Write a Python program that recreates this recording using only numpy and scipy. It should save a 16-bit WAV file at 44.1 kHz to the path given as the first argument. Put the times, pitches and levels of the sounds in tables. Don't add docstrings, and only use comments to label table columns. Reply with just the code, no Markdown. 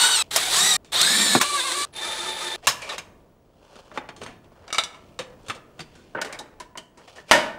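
import sys
import numpy as np
from scipy import signal
from scipy.fft import rfft, irfft
from scipy.io import wavfile
from scipy.ndimage import uniform_filter1d

SR = 44100
rng = np.random.default_rng(int(sys.argv[2]) if len(sys.argv) > 2 else 0)


def waveform_to_disk(signal):
    frames = np.transpose(np.atleast_2d(signal))
    scaled = np.clip(frames, -1, 1) * 32767
    samples = np.round(scaled).astype(np.int16)
    wavfile.write(sys.argv[1], SR, samples)


def to_linear_factor(level_db):
    exponent = np.asarray(level_db, float) / 20
    return 10 ** exponent


N = 334301


def evened(x):
    return x / np.sqrt(np.mean(x ** 2) + 1e-20)


def read(points, hz):
    f, value = np.transpose(points)
    return np.interp(np.log(hz + 1), np.log(f + 1), value)


def add(mix, s, sound):
    part = mix[round(s * SR):][:len(sound)]
    part += sound[:len(part)]


def band(x, lo_hz, hi_hz):
    sos = signal.butter(2, [lo_hz, min(hi_hz, SR / 2 - 100)], "bandpass", fs=SR, output="sos")
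    return signal.sosfilt(sos, x)


def coloured(x, points, peaks=()):
    hz = np.fft.rfftfreq(len(x), 1 / SR)
    db = read(points, hz)
    for f, width, height_db in peaks:
        db = db + height_db / (1 + (2 * (hz - f) / width) ** 2)
    return irfft(rfft(x) * to_linear_factor(db), len(x))


def drift(size, rate_hz):
    low = signal.butter(2, rate_hz, fs=SR, output="sos")
    return evened(signal.sosfilt(low, rng.standard_normal(size + 4000))[4000:])


# f/Hz, level/dB
SHELL = [(59, -21), (100, -2.5), (2900, -0.5), (3750, 8.5), (5200, -0.5), (8300, 1), (10500, -5.5),
         (16000, -21)]
ORDERS_PER_TURN = 9
FULL_MESH_HZ = 2000


def gear_rattle(mesh_hz, turns, colour, panel, hiss):
    size = len(mesh_hz)
    lumps = to_linear_factor(1.0 * drift(size, 69)) * (1 + 0.087 * np.cos(turns / ORDERS_PER_TURN))
    rattle = coloured(coloured(lumps * rng.standard_normal(size), SHELL), colour, panel)
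    rumble_gain = 0.87 * (mesh_hz / mesh_hz.max()) ** 5 - 1
    rattle += band(rattle, 70, 660) * np.clip(rumble_gain, -.9, 1)
    hiss_gain = (np.sqrt(mesh_hz / mesh_hz.mean()) - 1) * hiss
    rattle += band(rattle, 3500, 13000) * np.maximum(hiss_gain, -.9)
    return evened(rattle)


ORDERS = [1 / 9, .4, .645, 1, 1.285, 8, 2, 2.36, 2.53, 3, 3.57, 4, 4.5, 5, 6, 7]


def gear_whine(mesh_hz, turns, whine_db, panel, orders_db, least_db):
    size = len(mesh_hz)
    wobble = .44 * np.sqrt(mesh_hz / FULL_MESH_HZ) * drift(size, 45)
    whine = np.zeros(size)
    for order, db in zip(ORDERS, orders_db):
        flicker = to_linear_factor(db + 3.5 * drift(size, 28))
        whine += flicker * np.cos(order * (turns + wobble) + .7 * drift(size, 40))
    whine = evened(coloured(whine, SHELL, panel)) * np.clip(mesh_hz / 400, 0, 1)
    whine /= 1 + np.maximum(np.gradient(mesh_hz) * SR, 0) / 30000
    return whine * (mesh_hz / mesh_hz.max()) ** .8 * to_linear_factor(np.clip(whine_db, least_db, 3.5))


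def speed_control(t, mesh_hz, turns):
    commutation = 6 * turns / ORDERS_PER_TURN
    whistle = 0.25 + np.cos(commutation) + 0.2 * np.cos(2 * commutation)
    whistle *= np.cos(2 * np.pi * 9940 * t)
    pull_db = 8 * np.minimum(mesh_hz / 550, 1) ** 2
    full_trigger_db = -20 * (mesh_hz / FULL_MESH_HZ) ** 3
    return whistle * to_linear_factor(-45 + pull_db + full_trigger_db + 2.5 * drift(len(t), 22))


def drill_burst(rows, whine_db, colour, panel, orders_db, hiss, least_db, bit_db):
    s, speed, level_db = np.transpose(rows)
    t = np.arange(s[0], s[-1], 1 / SR)
    whirr_db = np.interp(t, s, level_db)
    mesh_hz = uniform_filter1d(np.interp(t, s, speed), size=900)
    turns = 2 * np.pi * np.cumsum(mesh_hz) / SR
    rattle = gear_rattle(mesh_hz, turns, colour, panel, hiss)
    whine = gear_whine(mesh_hz, turns, whine_db, panel, orders_db, least_db)
    bit_level = to_linear_factor(bit_db + 3 * drift(len(t), 25))
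    bit = bit_level * np.cos(2 * np.pi * 3625 * t + 1.2 * drift(len(t), 20))
    body = evened(rattle + whine + bit)
    start_s, stop_s = .008, .003
    fade_in = (t - t[0] + (t[0] < start_s)) / start_s
    edge = np.clip(np.minimum(fade_in, (t[-1] - t) / stop_s), 0, 1)
    return (to_linear_factor(whirr_db) * body + speed_control(t, mesh_hz, turns)) * edge


# t/s, mesh f/Hz, whirr level/dB
BURSTS = [
    [(0, 1456, -17), (.04, 1477, -13.5), (.1, 1495, -19.5), (.14, 1500, -19), (.18, 1340, -19.5),
     (.226, 1272, -20.5)],
    [(.306, 210, -27.5), (.37, 563, -21.5), (.425, 733, -23.5), (.5, 767, -23.5), (.535, 1004, -18),
     (.565, 1624, -17), (.6, 1844, -18.5), (.68, 1969, -19.5), (.768, 1849, -21)],
    [(.918, 616, -24.5), (.975, 1043, -18.5), (1.018, 1329, -17.5), (1.045, 1584, -18.5), (1.11, 1729, -18),
     (1.22, 1840, -19), (1.345, 1713, -19.5), (1.394, 1700, -25)],
    [(1.396, 556, -23.5), (1.49, 587.4, -27), (1.56, 572, -24.5), (1.62, 497.3, -23), (1.655, 548.6, -26.5),
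     (1.72, 496.6, -22), (1.755, 574.6, -27.5), (1.8, 567, -23.5), (1.853, 594, -28)],
    [(1.925, 61.1, -54.5), (1.97, 179.9, -33.5), (2.055, 331, -30.5), (2.14, 215.6, -28.5),
     (2.225, 353, -32), (2.29, 302.3, -29), (2.345, 167.7, -31.5), (2.44, 330.8, -29.5),
     (2.563, 164.2, -30)],
]
WHINES_DB = [1.5, -3, -5, -2, -9.4]
# f/Hz, level/dB per Hz
COLOURS = [
    [(100, -28.5), (481, -12.5), (570, -20.5), (910, -2.5), (1280, -9), (1420, -4.5), (1610, -10),
     (16000, -16)],
    [(100, -56), (140, -3), (283, -25), (373, -5), (570, -14.5), (1910, -5.5), (2630, -8.5), (16000, -6.5)],
    [(100, -30), (202, 7.5), (433, -4), (691, -3), (1480, -4), (1800, -0.5), (2930, -9), (16000, -4)],
    [(100, -39.5), (277, -31), (365, -14.5), (910, -10), (1150, -14), (1390, -12), (8280, -10.5),
     (16000, -20.5)],
    [(100, -21), (365, -0.5), (513, 4), (891, -4), (1060, -7.5), (1760, 0), (10000, -7.5), (16000, -32)],
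]
# f/Hz, width/Hz, level/dB
PANELS = [
    [(1004, 38, -4.5), (3750, 260, 1), (8300, 1000, 10), (13980, 1400, 11)],
    [(770, 370, 4), (3600, 250, 0), (7930, 620, 3.5), (14300, 1000, 3)],
    [(210, 5.9, 2), (3750, 1600, 8), (8150, 570, 7), (13640, 590, 6.5)],
    [(357, 17.6, 7.5), (1150, 46, 13), (1614, 45, 8.5), (3560, 100, 1), (8430, 1200, 6.5),
     (14500, 2900, 10.5)],
    [(358, 29, 15.5), (885, 63, 14.5), (1260, 150, 6.5), (1770, 29, 16), (3586, 60, 14.5), (2350, 74, 9),
     (14600, 2800, 27)],
]
ORDERS_DB = [
    [-26, -20, -7, 1, -18, -20, 1, -20, -7, 0, -20, -3, -16, -5, -5, -20],
    [-16, -11, -7, -1, -11, -16, -4, -14, -12, 0, -14, -1, -9, -7, -7, -10],
    [-9, -16, -14, 1, -7, -20, -18, -14, -12, -1, -14, 1, -10, -2, -5, -5],
    [-28, -28, -10, -9, -20, -9, -1, -20, -20, -5, -20, -1, -20, -6, -11, -8],
    [-28, -28, -14, -9, -14, -9, -5, -16, -12, -5, -16, -1, -16, -6, -7, -9],
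]
HISS = [.8, 0.55, .8, 2.5, 2.1]
LEAST_WHINE_DB = [1.5, .5, .5, 1.5, -2]
BITS_DB = [-30, -30, -30, -22, -10]


def drill():
    out = np.zeros(N)
    for settings in zip(BURSTS, WHINES_DB, COLOURS, PANELS, ORDERS_DB, HISS, LEAST_WHINE_DB, BITS_DB):
        add(out, settings[0][0][0], drill_burst(*settings))
    return out


# f/Hz, level/dB per Hz
AIR = [(12, -29.5), (20, -0.5), (113, -2), (301, -5), (422, -5.5), (574, -9), (678, -8), (825, -17.5),
       (923, -14), (1570, -25.5), (4420, -34), (14700, -41.5), (16000, -33)]


def shop_air():
    air = to_linear_factor(-54.5 + 2.0 * drift(N, 1.7)) * evened(coloured(rng.standard_normal(N), AIR))
    whistle = np.cos(2 * np.pi * 15650 * np.arange(N) / SR)
    return air + to_linear_factor(-82 + 3 * drift(N, 20)) * whistle


# peak t/s, rise t/s, fall t/s, rustle level/dB, brightness level/dB
STROKES = [(0.234, 0.037, 0.069, -52.5, 3), (1.858, 0.014, 0.085, -49, -5.5),
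           (2.592, 0.074, 0.014, -51.5, -4.5), (2.661, 0.045, 0.011, -43, 2),
           (2.931, 0.12, 0.085, -35, -0.5), (2.825, 0.028, 0.038, -45, 7), (3.049, 0.051, 0.088, -64, -5),
           (3.77, 0.26, 0.3, -47.5, -5), (3.963, 0.027, 0.027, -37.5, -7), (4.02, 0.025, 0.081, -41, -21),
           (4.219, 0.011, 0.082, -37.5, -4.5), (4.71, 0.39, 0.006, -50, -9), (4.9, .03, 1, -64.5, 3.5),
           (5.258, .03, 0.23, -52.5, -22), (5.476, 0.05, 0.026, -49, -3), (5.559, 0.028, 0.039, -45.5, -7),
           (5.795, 0.019, 0.015, -42, -9), (5.95, 0.33, 0.9, -68.5, 8), (6.177, 0.027, 0.12, -29, -55),
           (6.28, 0.063, 0.33, -41.5, -26), (7.01, 0.064, 0.059, -48, -9),
           (7.089, 0.049, 0.083, -50.5, 1.5), (7.2, 0.095, 0.056, -44.5, -3.5),
           (7.295, 0.024, 0.045, -44, 5)]
# f/Hz, level/dB per Hz
RUSTLE = [(240, -19), (400, 1), (598, -3.5), (676, -13.5), (801, -9), (2750, -14), (16000, -38)]
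# f/Hz, width/Hz, level/dB
SCRAPED = [(700, 90, 1.5), (1150, 230, -0.5), (2380, 92, 1.5), (3750, 120, -17.5)]


def hands():
    grains = to_linear_factor(3 * np.minimum(rng.exponential(1, N), 4)) * (rng.random(N) < 900 / SR)
    friction = 1 + 0.67 * signal.lfilter([1], [1, -.99], grains)
    rub = rng.standard_normal(N) * friction * to_linear_factor(0.43 * drift(N, 27))
    rub = coloured(rub, RUSTLE, SCRAPED)
    body = evened(band(band(rub, 460, 2660), 460, 2660))
    top = evened(band(rub, 1800, 10000))
    out = np.zeros(N)
    for s, rise, fall, level_db, bright_db in STROKES:
        first, last = round((s - 2 * rise) * SR), round((s + 2 * fall) * SR)
        span = np.arange(max(first, 0), min(last, N))
        away = np.maximum((s - span / SR) / rise, (span / SR - s) / fall)
        out[span] += to_linear_factor(level_db - 21 * away) * (body[span] + to_linear_factor(bright_db) * top[span])
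    return out


def rise(t, s):
    return 1 - np.exp(-t / s)


def peaked(x):
    return x / abs(x).max()


def metal_modes(t, t60, modes):
    metal = np.zeros(len(t))
    for hz, db, long in modes + modes:
        level = to_linear_factor(db + 1 * rng.standard_normal() - 60 * t / (5 * t60 * min(long, .6)))
        detune = 1 + 0.033 * rng.uniform(-0.87, 1)
        metal += level * np.sin(2 * np.pi * hz * detune * t + 6 * rng.random())
    return metal


def hit(peak_db, ring_hz, bright_db, t60, modes, seat_db, ring_db, metal_db, air_db, swell_s):
    t, t60 = np.arange(SR // 2) / SR, max(t60, .02)
    noise = rng.standard_normal((4, len(t)))

    def fall(share):
        return to_linear_factor(-60 * t / (share * t60))

    peaks = []
    for hz, db, _ in modes:
        height_db = max(11 + .5 * db, 4) * rng.uniform(.5, 1.2)
        peaks.append((hz * rng.uniform(.98, 1.02), 60 + .03 * hz, height_db))
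    rattle = evened(coloured(noise[0], [(3000, -11.0), (16000, -10.5)], peaks))
    shaken = rattle * (fall(0.98) + 1.2 * fall(0.073))
    shaken += 6 * noise[2] * fall(0.03)
    shaken += to_linear_factor(metal_db + 1.5 * drift(len(t), 40)) * metal_modes(t, t60, modes)
    ring = evened(band(noise[1], ring_hz * .95, ring_hz * 1.05)) * fall(.7)
    dull_hz = np.clip(4600 * to_linear_factor(0.26 * bright_db), 1500, 4000)
    body = band(shaken, 580, dull_hz) + to_linear_factor(ring_db) * ring
    top = band(band(shaken, 2800, 9500), 800, 8700) * fall(1.6)
    top += to_linear_factor(air_db + .3 * peak_db) * band(noise[2], 7300, 15000) * fall(0.39)
    thud_db = -33.5 + seat_db - 0.51 * peak_db + 1.89 * max(-33 - bright_db, 0)
    thud = evened(band(band(noise[3], 130, 480), 130, 480)) * fall(1.4) * rise(t, 0.00089)
    sharp = rise(t, np.clip(.0001 * to_linear_factor(-.3 * peak_db), .0001, .0004) + swell_s)
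    tick = to_linear_factor(0.5 + .3 * min(bright_db, 0) - 6500 * swell_s) * np.exp(-t / 0.00018)
    tick *= np.sin(2 * np.pi * 3000 * t)
    crack = (peaked(body) + to_linear_factor(bright_db) * peaked(top)) * sharp
    return to_linear_factor(peak_db) * (tick + crack + to_linear_factor(thud_db) * peaked(thud))


# thud level/dB, ring level/dB, modes level/dB, airy crack level/dB, extra rise t/s
KINDS = [
    (-3, -8.5, -23, -2.5, 0.0008),
    (-5.5, -9, -16.5, -3.5, 0.0012),
    (5, -8, -5, -21, 0.00051),
    (-7, -3.5, -13.5, -18, 0.0004),
    (3, -8, -16.5, -6.5, 0.001),
    (2.5, -5, -20.5, -8.5, 0.0014),
    (-9, -3, -25.5, -22.5, 0.0027),
    (5.5, -13, -19, -9.5, 0.00019),
    (9.5, -10, -19.5, -28, 0.0038),
]


def blows(rows, modes, kind):
    out = np.zeros(N)
    for s, *blow in rows:
        add(out, s, hit(*blow, *modes_and_kind(modes, kind)))
    return out


def modes_and_kind(modes, kind):
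    return (modes, *KINDS[kind])


# t/s, peak level/dB, ring f/Hz, brightness level/dB, t60 t/s
JOLTS = [
    (0.361, -0.5, 700, 5, 0.13),
    (0.369, -37, 765, 9, 0.29),
    (0.846, -37.5, 398, -2.5, 0.37),
    (1.014, -12.5, 3750, 19.5, 0.055),
    (1.351, 3.5, 360, -46.5, 0.084),
    (1.413, 4, 1110, -9, 0.13),
    (1.937, -32, 2490, -1, .08),
    (1.963, -28, 2500, 8, 0.069),
]
# f/Hz, level/dB, t60 t/s
TOOL = [(660, -12, 0.056), (1150, -14.5, 0.048), (1756, -11, 0.035), (2380, -7.5, 0.019),
        (2720, -16.5, 0.094), (3220, -9, 0.089), (3625, 2.5, 0.023), (4380, -6, 0.062), (5380, -10, 0.039),
        (6280, -8, 0.17), (7200, -3.5, 0.021), (8800, -1.5, 0.078)]


def drill_jolts():
    return blows(JOLTS, TOOL, 0)


# t/s, peak level/dB, ring f/Hz, brightness level/dB, t60 t/s
NUDGES = [
    (2.627, -33, 700, -12, 0.22),
    (2.818, -18, 2400, -5.5, 0.52),
    (2.89, -16.5, 3790, -4, .15),
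    (2.913, -17, 1150, -24, 0.1),
    (2.93, -23.5, 2600, -18.5, 0.11),
    (6.344, -24, 2195, -5, 0.094),
    (6.398, -22.5, 840, -38.5, 0.097),
    (7.076, -31.5, 667, -20, 0.085),
    (7.159, -31, 735, -2, 0.16),
    (7.289, -25, 2380, -8, 0.13),
]
# f/Hz, level/dB, t60 t/s
CASE = [(220.4, 5.5, 0.9), (604, -2, 0.33), (660, -12.5, .8), (923, -9.5, .7), (1260, -23.5, 0.72),
        (1500, -12, 0.7), (1820, 1, 0.22), (2220, -9, 0.16), (2950, -7, 0.2), (3800, -23.5, 0.32),
        (4930, -15, 0.11)]


def nudges():
    return blows(NUDGES, CASE[1:], 6)


# f/Hz, t60 t/s
SHOP = [(200, 1), (1000, 0.72), (4000, 0.35), (12000, 0.38)]


def shop_reflections(x):
    taps = np.zeros(SR // 2)
    at = np.arange(300, len(taps) - 20, 20)
    taps[at + rng.integers(0, 20, len(at))] = rng.choice([-1., 1.], len(at))
    hz, t, z = signal.stft(taps, SR, nperseg=256)
    decay = to_linear_factor(-60 * t / read(SHOP, hz)[:, None])
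    tail = signal.istft(z * decay, SR, nperseg=256)[1]
    return signal.fftconvolve(x, tail / np.linalg.norm(tail))[:N]


# t/s, peak level/dB, ring f/Hz, brightness level/dB, t60 t/s
SLAP = [
    (2.67, 3.5, 1100, -2.5, 0.1),
    (2.673, 1.5, 1720, -5, .16),
    (2.684, -6.5, 5200, 0.5, .2),
    (2.981, -8, 2300, -7.5, 0.098),
]
# f/Hz, level/dB, t60 t/s
EDGE = [(557, -12.5, .2), (1100, -11.5, 0.063), (1750, -9.5, 0.097), (2340, -8.5, .15), (2800, -4, 0.16),
        (3030, -10, .14), (3836, -3, 0.062), (5200, 0.5, 0.046), (6340, -3.5, 0.079), (6900, -1, .07),
        (8500, -8, 0.13)]


def lid_slap():
    return blows(SLAP, EDGE, 1)


# t/s, peak level/dB, f/Hz, t60 t/s
BUMPS = [
    (4.2, -45, 105, 0.46),
    (4.6, -45, 90, 0.18),
    (5.2, -42, 124.4, 0.19),
    (5.488, -35, 120.3, 0.15),
    (5.795, -36.5, 155, 0.19),
    (2.675, -34.5, 125.7, 0.24),
]


def bench_bumps():
    out, t = np.zeros(N), np.arange(SR // 2) / SR
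    for s, peak_db, hz, t60 in BUMPS:
        swing = np.sin(2 * np.pi * hz * t) * np.minimum(t / 0.0055, 1)
        add(out, s, to_linear_factor(peak_db - 60 * t / t60) * swing)
    return out


# t/s, peak level/dB, ring f/Hz, brightness level/dB, t60 t/s
SCREWDRIVER = [(3.915, -31.5, 640, -32, 0.24), (3.975, -8, 805, -27, 0.081),
               (4.089, -21.5, 920, -23, 0.091), (4.164, -33.5, 573, -6, 0.47),
               (4.217, -21, 663, -17.5, 0.11), (3.756, -34, 1500, -12, 0.098), (3.94, -38, 1000, -5, .1),
               (3.957, -37, 1500, -10, 0.043), (4.236, -28, 2230, 1, .06), (4.263, -20, 700, -18, 0.31),
               (4.444, -45, 712, -10.5, 0.12)]


def screwdriver():
    return blows(SCREWDRIVER, TOOL, 2)


# t/s, peak level/dB, ring f/Hz, brightness level/dB, t60 t/s
SCREWS = [
    (4.679, -30, 704, -7, 0.13),
    (4.704, -22.5, 1260, -12, 0.082),
    (4.727, -13, 1230, 0, 0.19),
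    (4.746, -16.5, 1150, 1, 0.15),
    (4.757, -20, 4600, -2, 0.11),
    (4.783, -2.5, 3740, -8, 0.13),
    (4.837, -16, 3600, 5.5, 0.14),
    (4.944, -33.5, 1010, -13, 0.18),
]
# f/Hz, level/dB, t60 t/s
PILE = [(666, -4, 0.17), (1298, -3.5, 0.14), (1700, -7, 0.082), (2220, 7, 0.13), (2860, -1, 0.11),
        (3750, 6, .07), (4800, 3, 0.078), (5850, 0.5, 0.097), (7460, -19, .08), (8660, -40, .08)]


def dropped_screws():
    return blows(SCREWS, PILE, 3)


# t/s, peak level/dB, ring f/Hz, brightness level/dB, t60 t/s
PRYING = [(5.19, -11, 528, -11, 0.14), (5.299, -45, 508, -6, 0.043), (5.39, -59.5, 6900, 2.5, 0.041),
          (5.43, -46, 2000, 2, .05), (5.463, -35.5, 3400, 2, 0.15), (5.484, -15.5, 1160, -7, 0.19),
          (5.498, -12.5, 1260, -14, 0.096), (5.549, -32, 470, -1, 0.099), (5.793, -20.5, 770, -11.5, 0.08),
          (5.804, -20.5, 4590, -9, 0.1), (5.953, -36.5, 1515, -5.5, 0.58)]


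def prying():
    return blows(PRYING, TOOL, 4)


# t/s, peak level/dB, ring f/Hz, brightness level/dB, t60 t/s
PULLING = [
    (6.149, -15, 1500, -38.5, 0.11),
    (6.215, -9.5, 1500, 3.5, 0.08),
    (6.247, -16.5, 435, -3.5, 0.18),
    (6.326, -19.5, 2250, 1, 0.09),
    (6.389, -22, 3830, 3, 0.13),
    (6.6, -23, 980, -3.5, 0.13),
    (6.753, -30, 980, -29.5, 0.065),
    (6.774, -19, 2980, 2, 0.1),
    (6.974, -34, 972, -2, 0.26),
    (7.18, -32, 1820, -29, 0.13),
]


def pulling():
    return blows(PULLING, CASE[1:], 5)


# t/s, peak level/dB, ring f/Hz, brightness level/dB, t60 t/s
SLAM = [
    (7.312, 8.9, 1789, -13, 0.18),
    (7.317, 0.87, 660, -8.5, 0.37),
]


def panel_slam():
    return blows(SLAM, CASE, 7)


# t/s, peak level/dB, ring f/Hz, brightness level/dB, t60 t/s
SHUDDER = [
    (7.335, -0.5, 590, -15, 0.4),
]


def panel_shudder():
    return blows(SHUDDER, CASE, 8)


def scene():
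    close = drill() + drill_jolts()
    taps = nudges() + lid_slap() + bench_bumps() + screwdriver() + dropped_screws()
    taps += prying() + pulling() + panel_slam() + panel_shudder()
    return (close + taps + to_linear_factor(-14.5) * shop_reflections(taps) + hands() + shop_air())[None]


def roll_off(x):
    return signal.sosfilt(signal.butter(12, 16280, fs=SR, output="sos"), x)


def record(dry):
    soft = signal.oaconvolve(dry, signal.firwin(301, 15750, fs=SR)[None], "same")
    return roll_off(np.clip(soft, -1, 1))


dry = scene()
out = record(dry)
waveform_to_disk(out)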